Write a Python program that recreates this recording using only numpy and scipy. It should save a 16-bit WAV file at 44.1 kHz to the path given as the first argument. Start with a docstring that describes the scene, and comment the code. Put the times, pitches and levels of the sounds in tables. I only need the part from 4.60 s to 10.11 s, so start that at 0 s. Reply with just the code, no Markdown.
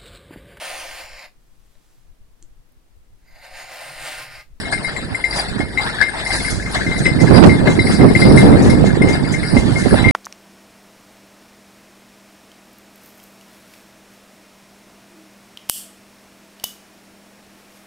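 """A breezy open field, close beside a yoked pair of oxen dragging a cart and harrow over loose soil.
Left of the stereo microphone the draught chain clinks and rattles with their stride, link ringing on
link, and the hitch knocks. Hooves and tines scrape the earth, crush clods and fling dry crumbs.
Halfway through, gusts start to buffet the two microphone ports, thumping, crackling and overloading them."""
import sys
import numpy as np
from scipy import signal
from scipy.fft import rfft, irfft, next_fast_len
from scipy.io import wavfile
from scipy.ndimage import uniform_filter1d

SR = 44100
rng = np.random.default_rng(int(sys.argv[2]) if len(sys.argv) > 2 else 0)


def wav_out(sig):
    """Save sig, one row per channel (or a flat mono array), as 16-bit PCM at SR to the path in sys.argv[1]."""
    wavfile.write(sys.argv[1], SR, np.round(np.clip(np.atleast_2d(sig).T, -1, 1) * 32767).astype(np.int16))


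N = 243025
TIME = np.arange(N) / SR

# Levels in the tables are relative: each source adds its own gain. A t60 is the time to die by 60 dB.
# The clearest blows between links. Each row: start in seconds, level in dB, pitch in Hz,
# trims of the second and third modes in dB, t60 in seconds.
LINK_BLOWS = [(0.0498, -24, 2140, -1, -23, 0.14), (0.1281, -16, 2112, -11, -17, 0.11),
              (0.176, -18, 2126, -30, -21, 0.043), (0.2443, -15.5, 2113, -3, -19, 0.12),
              (0.363, -14.5, 2095, -9, -42, 0.045), (0.5467, -10.5, 2084, -21, -26, 0.059),
              (0.6399, -8.5, 2098, -12.5, -26, 0.12), (0.7257, -19.5, 2070, -19, -8, 0.06),
              (1.0026, -21.5, 2135, -31, -15, 0.24), (1.174, -12, 2100, -2.5, -32, 0.15),
              (1.29, -23, 2100, -8, -16, 0.077), (1.4222, -8.5, 2107, -9, -21, 0.1),
              (1.4642, -16.5, 2090, -11, -33, 0.097), (1.5783, -26, 2070, -12, -8, 0.087),
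              (1.6621, -15.5, 2083, -4, -20, 0.1), (1.704, -17.5, 2095, -14, -17, 0.1),
              (1.8457, -23, 2128, -6, -9, 0.34), (2.0243, -24.5, 2130, -26, -10, 0.052),
              (2.0577, -27, 2100, -20, -20, 0.13), (2.1625, -20.5, 2090, -12, -25, 0.18),
              (2.2643, -18, 2086, -6, -18, 0.16), (2.3156, -18, 2095, 0, -33, 0.14),
              (2.363, -21, 2056, 1.5, -20, 0.069), (2.4454, -16.5, 1986, 1, -5, 0.048),
              (2.4538, -7, 2071, -36, -12.5, 0.15), (2.588, -25.5, 2090, -14, -6, 0.26),
              (2.6695, -16.5, 2090, -4.5, -23, 0.06), (2.7487, -14.5, 2080, -16, -12, 0.047),
              (2.8933, -12.5, 2115, -13, -22, 0.1), (2.9124, -12.5, 2110, -12, -30, 0.15),
              (3.0679, -15, 2090, -2, -30, 0.17), (3.1913, -7.5, 2092, -2, -23, 0.064),
              (3.2645, -19, 2083, -4, -21, 0.11), (3.3323, -23.5, 2116, -11, -12, 0.13),
              (3.4101, -15, 2085, -7, -17, 0.081), (3.484, -21, 2137, -4, -12, 0.11),
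              (3.5502, -6.5, 2093, -18, -42, 0.11), (3.6195, -8.5, 2090, -10, -20, 0.13),
              (3.7739, -7.5, 2094, -2.5, -21, 0.14), (3.927, -21, 2080, -24, -20, 0.14),
              (4.0966, -20, 2126, -20, -10.5, 0.25), (4.2552, -25.5, 2110, -11, -9, 0.18),
              (4.4174, -10.5, 2097, -38, -19.5, 0.089), (4.4737, -22, 2106, -13, -16, 0.29),
              (4.5271, -19, 2133, -27, -25, 0.082), (4.6448, -23.5, 2137, -18, -29, 0.11),
              (4.7382, -16.5, 2106, -48, -17, 0.12), (4.8299, -19.5, 2116, -30, -19, 0.087),
              (4.9655, -11.5, 2090, -10, -37, 0.079), (5.156, -17.5, 2132, -31, -42, 0.21),
              (5.2599, -28, 2120, -14, -22, 0.094), (5.384, -25, 2080, 13.5, -28, 0.13),
              (5.4415, -13.5, 2104, -32, -45, 0.26), (5.4809, -9.5, 2104, -5.5, -42, 0.12)]
# High pings of the chain, some alone, some ringing with a louder clink.
# Each row: start in seconds, level in dB, pitch in Hz, t60 in seconds.
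CHAIN_PINGS = [(0.1125, -25, 8690, 0.28), (0.2344, -33.5, 9420, 0.28), (0.265, -29, 4750, 0.21),
               (0.365, -28.5, 7515, 0.12), (0.548, -31, 7515, 0.093), (0.7065, -18.5, 4740, 0.1),
               (0.759, -17, 4840, 0.11), (0.796, -8, 4780, 0.033), (1.2144, -28, 4760, 0.2),
               (1.4845, -28, 8640, 0.24), (1.721, -24, 4840, 0.17), (1.735, -20, 4760, 0.11),
               (2.417, -27.5, 8570, 0.35), (2.737, -22.5, 4785, 0.4), (2.765, -21, 4800, 0.092),
               (3.57, -37, 9410, 0.35), (3.5992, -19.5, 4830, 0.18), (3.652, -26, 4830, 0.46),
               (4.419, -25, 8700, 0.062), (4.5292, -15, 4820, 0.063), (4.6735, -27, 4840, 0.057),
               (4.696, -26.5, 4830, 0.12), (4.8733, -26, 4800, 0.067), (4.8835, -20.5, 4780, 0.069),
               (5.31, -28, 10160, 0.16)]
# Knocks of the hitch iron. Each row: start in seconds, level in dB.
HITCH_KNOCKS = [(0.124, -9), (1.385, -11.5), (1.404, -6), (1.4132, 5.5), (1.4213, -4), (1.485, -13),
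                (1.4936, -12.5), (1.998, -15), (2.2114, -10.5), (2.678, -9), (3.0736, -5), (4.304, -13),
                (5.309, -13.5)]
# Short shakes of the slack chain. Each row: start in seconds, level in dB.
CHAIN_SHAKES = [(0.0, -33.5), (0.119, -32.5), (0.228, -34.5), (1.211, -32), (1.649, -32), (2.11, -38),
                (2.38, -53), (2.6, -30.5), (2.86, -29), (3.76, -33.5), (4.099, -31), (4.48, -43),
                (4.96, -37), (5.199, -36.5)]
# How the iron rings. Each row: frequency in Hz, level in dB, t60 in seconds.
LINK_MODES = [(2101, 0, .16), (3940, 0, .17), (5190, 0, .15), (4770, -27, .15), (7515, -29, .2),
              (8610, -29, .22), (9410, -25, .14), (10280, -30, .12)]  # the three main modes first
SMALL_LINK_MODES = [(3945, -13, .2), (4780, -8, .2), (5340, -14, .15), (7900, -16, .2), (8740, -16, .2),
                    (9410, -8.5, .18), (10270, -10, .18)]
HITCH_MODES = [(1563, -18.5, 0.053), (1664, -8, 0.022), (1680, -13, 0.048), (4500, -27, 0.023)]

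# The team's steady pull. Each row: time in seconds, chain sliding in dB, soil scraping in dB.
TEAM_PULL = [(0, -46, -33.5), (0.55, -58, -41.5), (1.1, -50, -36), (1.55, -51, -32.5), (1.85, -45, -37),
             (2.2, -51, -35.5), (2.5, -46, -35), (3.4, -42, -35), (4.0, -41.5, -31.5), (4.4, -56, -35),
             (4.9, -44, -36), (5.5, -44.5, -33.5)]
# Strides jerking the harrow on. Each row: crest in seconds, then chain, soil and clod levels in dB.
STRIDE_JERKS = [(0.788, -28, -26.5, -23.5), (1.748, -28.5, -29, -24), (2.781, -32, -27, -41),
                (3.621, -29.5, -27, -42), (4.54, -40, -44, -26), (5.331, -33.5, -43, -27)]
# Hooves scuffing the ground. Each row: start and length in seconds, then soil and clod levels in dB.
HOOF_SCUFFS = [(0.116, 0.02, -28, -27.5), (0.263, 0.031, -36, -38), (0.485, 0.11, -45, -34.5),
               (0.877, 0.015, -28.5, -52), (0.973, 0.046, -33, -40), (1.184, 0.12, -30.5, -30.5),
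               (1.53, 0.063, -50, -30), (2.138, 0.018, -29, -43), (2.383, 0.054, -40, -53),
               (2.6, 0.15, -44, -32), (3.05, 0.071, -30.5, -24.5), (3.407, .04, -46, -43),
               (4.531, 0.018, -34, -35), (4.939, 0.072, -33.5, -31), (5.13, 0.13, -31.5, -52),
               (5.349, 0.12, -34.5, -27.5)]
# Crumbs flung by hooves. Each row: start and length in seconds, level in dB, attack in seconds, peak in Hz.
CRUMB_THROWS = [(0.107, 0.025, -53, .01, 7500), (0.742, 0.025, -28, .03, 6300),
                (1.67, .008, -32, .004, 6000), (1.72, 0.047, -30.5, .02, 7300),
                (1.787, 0.51, -40.5, .03, 6900), (1.9, 0.012, -31, .008, 6700),
                (2.145, 0.011, -38, .004, 6000), (2.377, 0.015, -30, .004, 6700),
                (2.603, .025, -29, .012, 6900), (2.83, 0.028, -29.5, .025, 6500),
                (3.07, 0.053, -33, 0.036, 6940), (3.316, 0.014, -29.5, .004, 7300),
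                (3.773, 0.014, -29.5, .012, 7050), (4.021, .004, -29, .002, 6430),
                (4.04, 0.067, -35, .03, 7000), (4.24, 0.027, -33, .018, 7200),
                (4.484, 0.014, -28.5, .005, 7000), (4.717, 0.014, -28.5, .007, 7200),
                (4.95, 0.05, -37.5, .01, 6350), (4.945, 0.35, -37.5, .05, 3440),
                (5.173, 0.03, -32.5, .02, 6840)]
# The hiss of those crumbs. Each row: multiple of the peak frequency, spectral level in dB.
SPRAY_SPECTRUM = [(.24, -27), (.55, -20), (.82, 5), (1, 5), (1.27, 1.5), (1.67, -2)]

# The breeze on the microphone. Each row: time in seconds, level in dB, left minus right in dB.
BREEZE_CURVE = [(0, -26, -3.5), (0.7, -45, -5), (1.1, -29, -1), (1.6, -40.5, -1), (1.85, -27, -4),
                (2.3, -25, 1), (2.6, -13.5, -5.5), (2.95, -9.5, -7), (3.32, -14.5, -5.5), (3.65, -10, -5.5),
                (4.0, -7, -0.5), (4.3, -12, -2.5), (4.6, -14.5, -10), (4.87, -21, -5), (5.05, -15, -5),
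                (5.5, -11.5, -15)]
# Gusts, most from the right. Each row: start and length in seconds, level in dB, left minus right in dB.
WIND_GUSTS = [(0.118, 0.041, -31, -16), (0.414, 0.13, -28.5, -6), (0.902, 0.14, -25, -24),
              (1.894, 0.084, -22, -14), (2.263, 0.036, -19, -8), (2.387, 0.03, -17, -12),
              (2.44, 0.06, -17.5, 6), (2.574, 0.076, -9, -14.5), (2.696, 0.19, -1, -26),
              (2.852, 0.023, -2.5, 7), (3.382, 0.093, -3, -9.5), (3.487, 0.036, -6.5, 17),
              (3.641, 0.28, -5.5, -6.5), (4.393, 0.12, -10.5, -6), (4.905, 0.072, -10, -14.5),
              (5.308, 0.048, -8, -4), (5.449, 0.016, -7, -12)]
# Sharp slaps of wind. Each row: start in seconds, level in dB, left minus right in dB, length in seconds.
WIND_SLAPS = [(0.997, -13, -18, 0.011), (2.708, 3, -8, 0.029), (2.773, 3.5, -20, 0.026),
              (2.827, 4.5, -36, 0.028), (3.07, -1, 17.5, 0.027), (3.43, 4, -10, 0.023),
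              (3.825, 5.5, 5, 0.027), (4.964, 4.5, -1.5, 0.013), (5.255, -3.5, -14.5, 0.021),
              (5.342, -1.5, -40, 0.0046)]
# Lone eddies on the right port. Each row: centre in seconds, level in dB, pitch in Hz.
EDDY_THUMPS = [(1.001, -5.5, 304), (1.016, -12, 260), (2.267, -8, 263), (2.404, -8, 149), (3.189, 3.5, 320),
               (3.401, -2, 285), (4.229, 3.5, 168), (4.2427, 3, 583), (4.284, -1, 196), (4.34, -3, 152),
               (4.374, -1.5, 386), (4.412, 2, 195), (4.474, -2, 400), (4.624, -6, 201), (4.717, -5.5, 234),
               (4.974, 4.5, 206), (5.127, 1, 129), (5.35, -7, 466)]
# A faint low drone in the background. Each row: time in seconds, level in dB.
DRONE_CURVE = [(0, -67), (.5, -43), (.7, -26), (1.3, -36.5), (1.65, -31), (1.8, -24.5), (2.5, -25),
               (3.5, -73), (5.5, -53)]

# The colours of the noises. Each row: frequency in Hz, spectral level in dB.
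CLACK_SPECTRUM = [(1000, -42), (1750, -5), (1950, 34), (2250, -5), (2500, -35), (4000, -41), (10000, -40)]  # link meeting link
FIZZ_SPECTRUM = [(1000, -27), (3300, -17), (4200, 18), (4800, 15), (5500, 15), (6400, -41), (7700, 4),
                 (9400, 13.5), (10800, 2)]  # rubbing iron
SOIL_SPECTRUM = [(150, 9), (400, -3), (700, 7.5), (1150, 0.5), (1750, 9), (2300, -2.5), (3000, -6.5),
                 (3700, 1), (4800, -3.5), (6300, -21.5), (8000, -7.5), (10500, -16.5)]  # scraped earth
CLOD_SPECTRUM = [(150, -10), (460, -6), (660, 3.5), (900, 6.5), (1250, -4.5), (1900, -2), (2800, -5.5),
                 (5000, -82)]  # lumps giving way
BUFFET_SPECTRUM = [(20, -48), (50, -1.5), (110, 4), (210, 3), (330, -1.5), (500, -12), (900, -21.5),
                   (1800, -34), (4000, -95), (9000, -87)]  # a strong gust on a port
SLAP_SPECTRUM = [(40, -89), (150, 9.5), (350, 2), (700, -4), (1500, -38), (3000, -36), (9000, -82)]  # one fast eddy bursting
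CRACKLE_SPECTRUM = [(200, 8), (450, 1.5), (800, -2), (1400, -12.5), (2600, -30)]  # small eddies breaking
FIELD_SPECTRUM = [(20, -26), (50, -5), (100, 5), (240, 10.5), (420, 9), (680, 1), (1200, -16), (1750, 6),
                  (2200, -8), (2900, -71), (4300, -26), (6300, -64), (10500, -43)]  # open country


def clinks(level_db=1.0, neighbour_db=-9.0, clack_db=-12.5, bounce_db=-16.5, rise_s=0.0025, clack_s=0.0089):
    """Each blow clacks, rings a link and its damped neighbour, and passes to the next link a moment later."""
    out, t = np.zeros((2, N)), np.arange(SR // 5) / SR
    chances, strikes = rng.random((128, 4)), rng.standard_normal((128, 2, len(LINK_MODES) - 1))
    for (s, db, pitch, second_db, third_db, t60), chance, strike in zip(LINK_BLOWS, chances, strikes):
        neighbour_tune, delay, bounce_tune, graze = chance
        spot, detunes = strike
        contact_s = rise_s * gain_of(-db / 10)  # light, glancing blows build up more slowly
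        link = ring(pitch, t60, left_db=11, rise_s=contact_s)
        neighbour = ring(pitch * (.98 + .025 * neighbour_tune), t60=0.023, left_db=11, rise_s=contact_s)
        blow = (link + gain_of(neighbour_db) * neighbour) * chatter(depth=.5 * graze)
        clack = coloured(rng.standard_normal(len(t)), CLACK_SPECTRUM)
        clack *= np.exp(-t / clack_s) * (1 - np.exp(-t / rise_s))
        blow += gain_of(clack_db) * clack * pan(left_db=9)
        # where the link is struck decides how strongly each overtone speaks
        struck_db = np.r_[second_db - 7, third_db + 1.5, 5 * spot[2:] - 6.5]
        for (hz, mode_db, mode_t60), extra_db, detune in zip(LINK_MODES[1:], struck_db, detunes):
            overtone = ring(hz * (1 + 0.0027 * detune), mode_t60, left_db=6, rise_s=0.0074)
            blow += gain_of(mode_db + extra_db) * overtone
        add(out, s, gain_of(db + level_db) * blow)
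        bounce = ring(pitch * (.99 + .02 * bounce_tune), t60=.12, left_db=10, rise_s=.002)
        add(out, s + .012 + 0.046 * delay, gain_of(db + bounce_db) * bounce)
    return out


def pings(level_db=-2.0, twin_db=-21.5):
    """One high mode of a link rings, alone or with a louder clink, and briefly that of the link it meets."""
    out = np.zeros((2, N))
    for (s, db, hz, t60), detune in zip(CHAIN_PINGS, rng.uniform(-.025, .025, 64)):
        link = ring(hz, t60, left_db=9.5, rise_s=0.003)
        twin = gain_of(twin_db) * ring(hz * (1 + detune), t60=0.06, left_db=-1, rise_s=0.001)
        add(out, s, gain_of(db + level_db) * chatter(depth=.55) * (link + twin))
    return out


def clanks(level_db=2.0, crack_db=-24.0, crack_s=0.014):
    """Well to the left, the hitch takes up its slack in knocks, each a crack and a short ring."""
    out, t = np.zeros((2, N)), np.arange(SR // 5) / SR
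    body = sum(gain_of(db) * ring(hz, t60, left_db=21, rise_s=0.0024) for hz, db, t60 in HITCH_MODES)
    for s, db in HITCH_KNOCKS:
        crack = coloured(rng.standard_normal((2, len(t))), SOIL_SPECTRUM) * np.exp(-t / crack_s)
        add(out, s, gain_of(db + level_db) * (body + gain_of(crack_db) * crack * pan(left_db=6)))
    return out


def rattle(slide, links_db=-2.0, fizz_db=1.0):
    """The sliding chain rubs with a fine fizz, and ticks against itself and the hitch."""
    jingle = jostle(SMALL_LINK_MODES, slide, per_s=70, left_db=5, apart=.009)
    links = jostle(LINK_MODES[:1], slide, per_s=40, left_db=10, apart=.02)
    hitch = jostle(HITCH_MODES[:3], slide, per_s=30, left_db=11, apart=.02)
    friction = stereo_grains(per_s=4100, spread_db=-4.5, shared=0.16)
    fizz = patchy(coloured(friction, FIZZ_SPECTRUM), depth_db=6)
    return jingle + gain_of(links_db) * links + hitch + gain_of(fizz_db) * slide * fizz


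def jostle(modes, slide, per_s, left_db, apart, t60_scale=0.57):
    """Many small random blows ring the modes of three nearly equal parts, which damp each other."""
    out = np.zeros((2, N))
    for hz, db, t60 in modes:
        for detune in (-apart, 0, apart):
            mode = ring(hz * (1 + detune), t60 * t60_scale, left_db, rise_s=0.00083)
            mode /= np.linalg.norm(mode[0])
            blows = evened(grains(per_s, spread_db=5)) * slide
            out += gain_of(db) * signal.oaconvolve(blows[None], mode, axes=1)[:, :N]
    return out


def ring(hz, t60, left_db, rise_s):
    """One dying mode of iron as both ports hear it; it reaches the right one first."""
    t = np.arange(SR // 5) / SR
    envelope = gain_of(-60 * t / t60) * (1 - np.exp(-t / rise_s))
    phase = 2 * np.pi * hz * t
    return envelope * np.array([np.sin(phase - .8), np.sin(phase)]) * pan(left_db)


def chatter(depth):
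    """The quick, uneven flutter of a ringing link that grazes its neighbour."""
    return 1 + depth * evened(uniform_filter1d(rng.standard_normal(SR // 5), size=130))


def efforts(flutter_db=-5.0, wheels_db=-45.5, build_s=0.064, slack_s=0.036):
    """How hard chain, soil and clods are worked: pull, strides, hooves and shakes add up as powers."""
    chain, soil = gain_of(follow(TEAM_PULL)) ** 2
    chain *= gain_of(flutter_db * wander(rate_hz=3.7)) ** 2
    lumps = np.full(N, gain_of(wheels_db) ** 2)  # the wheels crumble clods all the time
    for s, chain_db, soil_db, clods_db in STRIDE_JERKS:
        jerk = np.exp(-np.maximum((s - TIME) / build_s, (TIME - s) / slack_s))
        chain += (gain_of(chain_db) * jerk) ** 2
        soil += (gain_of(soil_db) * jerk) ** 2
        lumps += (gain_of(clods_db) * jerk) ** 2
    for s, length, soil_db, clods_db in HOOF_SCUFFS:
        scuff = swell(s, length, attack_s=0.01, release_s=0.013)
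        soil += (gain_of(soil_db) * scuff) ** 2
        lumps += (gain_of(clods_db) * scuff) ** 2
    for s, db in CHAIN_SHAKES:
        chain += (gain_of(db) * swell(s, length_s=0.0042, attack_s=0.0013, release_s=0.027)) ** 2
    return np.sqrt([chain, soil, lumps])


def scrape(rub, level_db=5.5, flutter_db=2.5):
    """Fine soil rubs under hooves and tines, a little left of centre."""
    level = gain_of(level_db + flutter_db * wander(rate_hz=10.4))
    grit = coloured(stereo_grains(per_s=2600, spread_db=1.5, shared=0.53), SOIL_SPECTRUM)
    return patchy(grit, depth_db=9) * rub * level * pan(left_db=3)


def sprays(flutter_db=-1.5):
    """Dry crumbs thrown up by the hooves patter down unevenly; the finer they are, the brighter they hiss."""
    out = np.zeros((2, N))
    patter = stereo_grains(per_s=8000, spread_db=-2.5, shared=0.49)
    patter *= gain_of(flutter_db * wander(rate_hz=46))
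    for s, length, db, attack_s, peak_hz in CRUMB_THROWS:
        part = slice(round(s * SR), round((s + length + .25) * SR))
        spectrum = [(peak_hz * multiple, band_db) for multiple, band_db in SPRAY_SPECTRUM]
        hiss = coloured(patter[:, part], spectrum)
        release_s = 0.03 * (length / .02) ** 0.15  # a longer throw settles more slowly
        out[:, part] += gain_of(db) * hiss * swell(s, length, attack_s, release_s)[part]
    return out * pan(left_db=-1)


def clods(crush, level_db=-1.0):
    """Larger lumps of earth give way with duller, coarser knocks."""
    crunch = coloured(stereo_grains(per_s=600, spread_db=0, shared=0.77), CLOD_SPECTRUM)
    return patchy(crunch, depth_db=4.5) * crush * gain_of(level_db) * pan(left_db=-1.5)


def wind(level_db=-0.92, brighten_per_db=0.014, lumps_db=3.0, pop_gain=0.76):
    """Eddies hit each microphone port separately; faster air makes smaller eddies and a higher rumble."""
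    strength = airflow()
    air = rng.standard_normal((2, N))  # smooth turbulence, then single pops of pressure
    air += pop_gain * np.array([evened(grains(per_s=74, spread_db=6)) for side in range(2)])
    hz, frame_s, spectra = signal.stft(air, SR, nperseg=1024)
    strength_db = 20 * np.log10([np.interp(frame_s, TIME, port) for port in strength])
    pitch = np.exp(brighten_per_db * (strength_db + 14))
    pitch *= [[1.32], [0.87]]  # the sheltered left port gets smaller eddies
    shape = gain_of(level_at(BUFFET_SPECTRUM, hz[None, :, None] / pitch[:, None]))
    shape /= np.linalg.norm(shape, axis=1, keepdims=True)
    eddies = evened(signal.istft(spectra * shape, nperseg=1024)[1][:, :N])
    # the gust sets the force, the eddies only add quick lumps
    eddies /= np.sqrt(uniform_filter1d(eddies ** 2, size=2500, axis=1) + 1e-6)
    lumps = gain_of(lumps_db * np.array([wander(rate_hz=24.4), wander(rate_hz=26)]))
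    return gain_of(level_db) * strength * eddies * lumps + crackle(strength)


def airflow(unsteady_db=-0.96):
    """Force of the air on each port: an unsteady breeze that freshens halfway, with gusts on top."""
    def port_powers(db, left_db):
        """Splits a power between the two ports."""
        sides = gain_of([left_db, -left_db]).reshape(2, -1)
        return gain_of(db) ** 2 * sides / sides.mean(0)
    unsteady = gain_of(unsteady_db * np.array([wander(rate_hz=6.3) for side in range(2)]))
    power = port_powers(*follow(BREEZE_CURVE)) * unsteady ** 2
    for s, length, db, left_db in WIND_GUSTS:
        power += port_powers(db, left_db) * swell(s, length, attack_s=0.016, release_s=0.019) ** 2
    return np.sqrt(power)


def crackle(strength, level_db=-15.0, left_db=6.0, growth=1.79):
    """Small eddies break on each port in coarse pops, growing faster than the gust, up to a ceiling."""
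    pops = coloured(np.array([grains(per_s=98, spread_db=1.5) for side in range(2)]), CRACKLE_SPECTRUM)
    return pops * np.minimum(strength, .5) ** growth * gain_of([[level_db + left_db], [level_db]])


def slaps(level_db=-9.5):
    """Now and then one fast eddy bursts right on the microphone."""
    out, t = np.zeros((2, N)), np.arange(SR // 8) / SR
    for s, db, left_db, length in WIND_SLAPS:
        age = 3 * t / length  # the burst crests a third of the way in
        burst = coloured(rng.standard_normal((2, len(t))), SLAP_SPECTRUM) * age * np.exp(1 - age)
        add(out, s, gain_of(db + level_db) * burst * pan(left_db))
    return out


def thumps(width_cycles=0.58):
    """A lone eddy swings the pressure on the windward right port once, with a dull thump."""
    out, t = np.zeros((2, N)), np.arange(-SR // 50, SR // 50) / SR
    for (s, db, hz), phase in zip(EDDY_THUMPS, rng.uniform(0, 2 * np.pi, 64)):
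        swing = np.cos(2 * np.pi * hz * t + phase) * np.exp(-(hz * t / width_cycles) ** 2 / 2)
        add(out, s + t[0], gain_of(db) * np.outer([0, 1], swing))
    return out


def scatter(x, wet_db=-13.0, t60=.22, echoes_per_s=2000):
    """Rough ground and the cart nearby throw back a short, thin tail behind the direct sound."""
    t = np.arange(SR // 2) / SR
    taps = rng.standard_normal((2, len(t))) * (rng.random((2, len(t))) < echoes_per_s / SR)
    taps *= (t > .004) * gain_of(-60 * t / t60)
    taps /= np.linalg.norm(taps, axis=1, keepdims=True)
    return x + gain_of(wet_db) * signal.oaconvolve(x.mean(0)[None], taps, axes=1)[:, :N]


def field(wash_db=-34.5, drone_db=-7.5, drone_hz=49.5):
    """Behind it all lies the steady wash of open country, with a low wavering drone."""
    air = rng.standard_normal((2, N)) + 0.86 * rng.standard_normal(N)  # partly common to both ports
    phase = 2 * np.pi * np.cumsum(drone_hz * (1 + 0.035 * wander(rate_hz=1.3))) / SR
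    drone = evened(np.sin(phase) + 0.32 * np.sin(2 * phase)) * gain_of(follow(DRONE_CURVE)[0] + drone_db)
    return gain_of(wash_db) * coloured(air, FIELD_SPECTRUM) + drone


def grains(per_s, spread_db):
    """A train of random clicks; a few stand out if spread_db is positive, or sink if it is negative."""
    draw, train = rng.uniform(-1, 1, N) * SR / per_s, np.zeros(N)
    hit = abs(draw) < 1
    rarity = np.minimum(-np.log(abs(draw[hit]) + 1e-9), 4)
    train[hit] = np.sign(draw[hit]) * gain_of(spread_db * rarity)
    return train


def stereo_grains(per_s, spread_db, shared, lag_samples=7):
    """Clicks of grit or iron; a share of their power reaches both ports, the left one slightly later."""
    common, left, right = (evened(grains(per_s, spread_db)) for train in range(3))
    late = np.interp(TIME - lag_samples / SR, TIME, common)
    return np.sqrt(shared) * np.array([late, common]) + np.sqrt(1 - shared) * np.array([left, right])


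def patchy(x, depth_db):
    """Lets random patches of the spectrum, some 400 Hz by 25 ms, thin out or swell a little."""
    spectra = signal.stft(x, SR, nperseg=512)[2]
    patches = uniform_filter1d(rng.standard_normal(spectra.shape[1:]), size=5, axis=0)
    patches = evened(uniform_filter1d(patches, size=4, axis=1))
    spectra *= gain_of(depth_db * np.minimum(patches, .7))
    return evened(signal.istft(spectra, SR, nperseg=512)[1][:, :N])


def coloured(x, spectrum):
    """Filters a signal by a spectrum, to an rms of one."""
    size = next_fast_len(x.shape[-1], True)
    gains = gain_of(level_at(spectrum, np.fft.rfftfreq(size, 1 / SR)))
    return evened(irfft(rfft(x, size) * gains, size)[..., :x.shape[-1]])


def level_at(spectrum, hz):
    """Reads a spectrum's dB on a log-frequency axis."""
    points_hz, db = np.transpose(spectrum)
    return np.interp(np.log(hz + 1), np.log(points_hz + 1), db)


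def wander(rate_hz, steps=4096, steps_per_s=512):
    """A random drift, mostly slower than rate_hz, at an rms of one."""
    hz = np.fft.rfftfreq(steps, 1 / steps_per_s)
    slow = irfft(rfft(rng.standard_normal(steps)) / (1 + (hz / rate_hz) ** 4))
    return evened(np.interp(TIME, np.arange(steps) / steps_per_s, slow))


def swell(start_s, length_s, attack_s, release_s):
    """An envelope that rises from its start and dies away once its length has passed."""
    rise = np.clip((TIME - start_s) / attack_s, 0, 1)
    return rise * np.exp(-np.clip((TIME - start_s - length_s) / release_s, 0, 30))


def follow(curve):
    """The columns of a timed curve at every sample."""
    s, *columns = np.transpose(curve)
    return [np.interp(TIME, s, column) for column in columns]


def pan(left_db):
    """Gains for the two ports, the left one left_db above the right."""
    return gain_of([[left_db / 2], [-left_db / 2]])


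def add(mix, s, sound):
    """Mixes a stereo sound in at s seconds."""
    part = mix[:, max(round(s * SR), 0):][:, :sound.shape[1]]
    part += sound[:, :part.shape[1]]


def gain_of(db):
    """Decibels to amplitude."""
    return 10 ** (np.asarray(db) / 20)


def evened(x):
    """Scales to an rms of one."""
    return x / np.sqrt(np.mean(x ** 2) + 1e-20)


def below(x, hz):
    """A steep low-pass."""
    return signal.oaconvolve(x, signal.firwin(401, hz, window=("kaiser", 7), fs=SR)[None], "same", axes=1)


def scene():
    """Ironwork and earth close by, the field beyond, and wind on the microphone itself."""
    slide, rub, crush = efforts()
    iron = scatter(clinks() + pings() + clanks() + rattle(slide))
    earth = scrape(rub) + sprays() + clods(crush)
    return iron + earth + field() + wind() + slaps() + thumps()


def record(dry, hardness=4.4, makeup_db=0.23, band_hz=10900, top_hz=17000):
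    """Strong gusts and knocks overload the microphone; band-limited, their crests clip again and crackle."""
    saturated = dry / (1 + abs(dry) ** hardness) ** (1 / hardness)
    clipped = np.clip(gain_of(makeup_db) * below(saturated, band_hz), -1, 1)
    return below(clipped, top_hz)


dry = scene()
out = record(dry)
wav_out(out)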